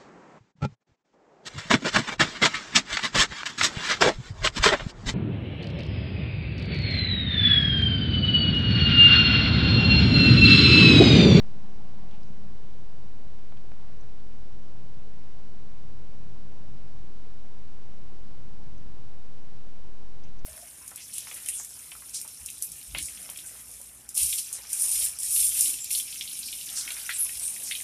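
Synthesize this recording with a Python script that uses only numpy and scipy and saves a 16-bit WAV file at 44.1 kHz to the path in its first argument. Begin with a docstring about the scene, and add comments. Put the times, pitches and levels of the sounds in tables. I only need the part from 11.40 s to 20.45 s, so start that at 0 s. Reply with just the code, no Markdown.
"""Dull outdoor rumble through a closed glass door fills the low modes of a quiet carpeted room.
A low drone stops after about a second; a faint hollow whirr sounds briefly over it.
Fingers shifting on the hand-held recorder make a few faint knocks, ticks and rustles.
The microphone hisses throughout."""
import sys
import numpy as np
from scipy import signal
from scipy.fft import rfft, irfft, next_fast_len
from scipy.io import wavfile

SR = 44100
rng = np.random.default_rng(int(sys.argv[2]) if len(sys.argv) > 2 else 0)


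def generate_wav(signal):
    """Clip the signal to [-1, 1] and save it as 16-bit WAV at the path in sys.argv[1]."""
    frames = np.transpose(np.atleast_2d(signal))
    scaled = np.clip(frames, -1, 1) * 32767
    pcm = np.round(scaled).astype(np.int16)
    wavfile.write(sys.argv[1], SR, pcm)


N = 399105


def room_rumble(split_hz=260, raised_db=2, settle_s=1, wander_db=1.66, swells_per_s=1.5):
    """Outdoor noise and the modes it excites; settles, then ebbs while the bass wanders."""
    # spectrum through the door: (frequency [Hz], density [dB per Hz])
    spectrum = [(12, -72.5), (30, -71.5), (62, -80.5), (100, -88), (170, -80), (270, -86.5), (420, -88),
                (650, -91), (1000, -93.5), (1400, -101), (2500, -107), (6000, -120)]
    # room and glass resonances: (centre [Hz], width [Hz], peak density [dB per Hz])
    modes = [(40.7, 7.36, -65), (79.8, 12, -72.5), (116.3, 6.2, -73), (133, 13.3, -71.5),
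             (170.8, 20, -79.5), (203.2, 17.4, -77.5), (237.7, 11, -79.5), (296, 18, -86.5),
             (356.3, 22, -83), (454.3, 20, -88), (515.4, 24, -93.5), (571.4, 45, -92), (838, 80, -93.5),
             (1086, 37, -96), (1507, 160, -106)]
    bass_ebb_db_per_s, upper_ebb_db_per_s = 0.11, 0.0742
    t = np.arange(N) / SR
    air = coloured(spectrum) + resonant_noise(modes)
    bass = signal.sosfiltfilt(signal.butter(2, split_hz, fs=SR, output="sos"), air)
    bass_gain = from_db(0.5 - bass_ebb_db_per_s * t + wander_db * wander(swells_per_s))
    upper_gain = from_db(-0.15 - upper_ebb_db_per_s * t)
    settling = from_db(raised_db * np.exp(-t / settle_s))
    return settling * (bass * bass_gain + (air - bass) * upper_gain)


def drone(gain_db=-3.0, end_s=1.145, fade_s=0.039):
    """Rough low drone of narrow noise bands; stops with a quick fade."""
    # drone bands: (centre [Hz], width [Hz], peak density before gain [dB per Hz])
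    bands = [(85, 6.9, -68.5), (153.4, 19, -71.5), (204.2, 15.6, -66)]
    gate = np.clip((end_s - np.arange(N) / SR) / fade_s + .5, 0, 1)
    return from_db(gain_db) * gate * resonant_noise(bands)


def whirr(gain_db=2.5, start_s=0.19, end_s=0.827, fade_s=0.052):
    """Faint hollow whirr: narrow resonances sounding together."""
    # whirr bands: (centre [Hz], width [Hz], peak density before gain [dB per Hz])
    bands = [(688, 20, -88.5), (727, 28, -85.5), (838, 36, -87), (960, 6.8, -87.5), (1094, 14, -91),
             (1124, 7.4, -92)]
    t = np.arange(N) / SR
    gate = np.clip(np.minimum(t - start_s, end_s - t) / fade_s, 0, 1)
    return from_db(gain_db) * gate * resonant_noise(bands)


def knocks(relax_s=0.00074, lowpass_hz=3000, bounce_s=.0013, bounce_db=-8):
    """Each jolt reaches the microphone as a fast-relaxing pressure step with one bounce."""
    # knocks on the casing: (time [s], step level [dB])
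    hits = [(2.1236, -34.5), (2.3187, -33.5), (2.635, -43)]
    jolts = np.zeros(N)
    for time_s, db in hits:
        jolts[round(time_s * SR)] += from_db(db)
        jolts[round((time_s + bounce_s) * SR)] += from_db(db + bounce_db)
    pressure = signal.lfilter([1], [1, -np.exp(-1 / (relax_s * SR))], jolts + 1e-18)
    return signal.sosfilt(signal.butter(2, lowpass_hz, fs=SR, output="sos"), pressure)


def ticks():
    """Each tiny slip rings the plastic casing for milliseconds."""
    # finger slips: (time [s], peak [dB], pitch [Hz], t60 [s])
    slips = [(0.712, -40.5, 3600, 0.0022), (.717, -51, 3400, .006), (.833, -46, 4950, 0.0054),
             (2.610, -55, 6040, 0.02), (7.380, -54.5, 6100, 0.013), (8.837, -50, 5150, .010),
             (8.993, -44.5, 5870, 0.0035)]
    out, t = np.zeros(N + SR), np.arange(SR // 10) / SR
    for time_s, db, hz, t60_s in slips:
        at = round(time_s * SR)
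        decay = np.exp(-np.log(1000) * t / t60_s)
        out[at:at + len(t)] += from_db(db) * decay * np.sin(2 * np.pi * hz * t)
    return out[:N]


def rustles():
    """Friction noise in one broad resonance per slide, swelling and fading with finger pressure."""
    # finger slides: (start [s], length [s], centre [Hz], width [Hz], rms at crest [dB])
    slides = [(.712, 0.067, 2700, 1800, -62.5), (.79, 0.15, 5500, 2400, -74.5),
              (1.14, 0.37, 480, 99.4, -64.5), (1.15, 0.23, 3200, 2200, -77),
              (2.168, 0.008, 2700, 1800, -58.5), (2.27, 0.41, 1100, 1500, -67.5),
              (3.606, 0.15, 428, 120, -60.5), (5.118, 0.053, 906, 250, -62),
              (8.834, 0.019, 6100, 795, -62.5), (8.82, 0.072, 2690, 1190, -65),
              (8.844, .065, 6100, 1200, -74), (8.96, 0.058, 6200, 975, -72.5)]
    out, t = np.zeros(N), np.arange(N) / SR
    for start_s, length_s, hz, width_hz, db in slides:
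        friction = resonate(resonate(white(), hz, width_hz), hz, width_hz)
        pressure = np.interp(t, [start_s, start_s + length_s / 2, start_s + length_s], [0, 1, 0])
        out += from_db(db) * np.sqrt(pressure) * friction / np.std(friction)
    return out


def hiss(gain_db=-0.26, raised_db=1.24, settle_s=1.0):
    """Microphone self-noise, slightly stronger at first."""
    # self-noise spectrum: (frequency [Hz], density before gain [dB per Hz])
    spectrum = [(100, -96.5), (1000, -101), (2000, -101.5), (3500, -102.6), (4600, -104.2), (5700, -104.4),
                (6150, -106), (6550, -110.5), (6900, -116), (7300, -126)]
    t = np.arange(N) / SR
    return from_db(gain_db + raised_db * np.exp(-t / settle_s)) * coloured(spectrum)


def from_db(db):
    """Decibels to gain."""
    return 10 ** (np.asarray(db) / 20)


def white():
    """Noise of unit power per Hz."""
    return rng.standard_normal(N) * np.sqrt(SR / 2)


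def coloured(spectrum):
    """Steady noise, its spectrum interpolated over log frequency."""
    hz, level_db = np.transpose(spectrum)
    size = next_fast_len(N)
    bins_hz = np.maximum(np.arange(size // 2 + 1) * SR / size, 1)
    gain = from_db(np.interp(np.log(bins_hz), np.log(hz), level_db))
    return irfft(rfft(white(), size) * gain, size)[:N]


def resonate(x, hz, width_hz):
    """Two-pole resonance, unit peak gain."""
    r = np.exp(-np.pi * width_hz / SR)
    feedforward = np.array([1, 0, -1]) * (1 - r * r) / 2
    feedback = [1, -2 * r * np.cos(2 * np.pi * hz / SR), r * r]
    return signal.lfilter(feedforward, feedback, x)


def resonant_noise(bands):
    """Noise in narrow resonances; two passes keep the valleys deep."""
    return sum(from_db(db) * resonate(resonate(white(), hz, 2 * width_hz), hz, 2 * width_hz)
               for hz, width_hz, db in bands)


def wander(rate_per_s):
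    """Slow random drift, spread about one."""
    position = np.arange(N) / SR * rate_per_s
    return np.interp(position, np.arange(128), rng.standard_normal(128))


def scene():
    """Room, handling and hiss at one microphone."""
    room = room_rumble() + drone() + whirr()
    handling = knocks() + ticks() + rustles()
    return (room + handling + hiss())[None, :]


def record(dry, cutoff_hz=7200, dc_offset=-.081):
    """Narrow-band recorder; its converter rests slightly below zero."""
    lowpass = signal.ellip(10, .1, 70, cutoff_hz, fs=SR, output="sos")
    return signal.sosfilt(lowpass, dry) + dc_offset


dry = scene()
out = record(dry)
generate_wav(out)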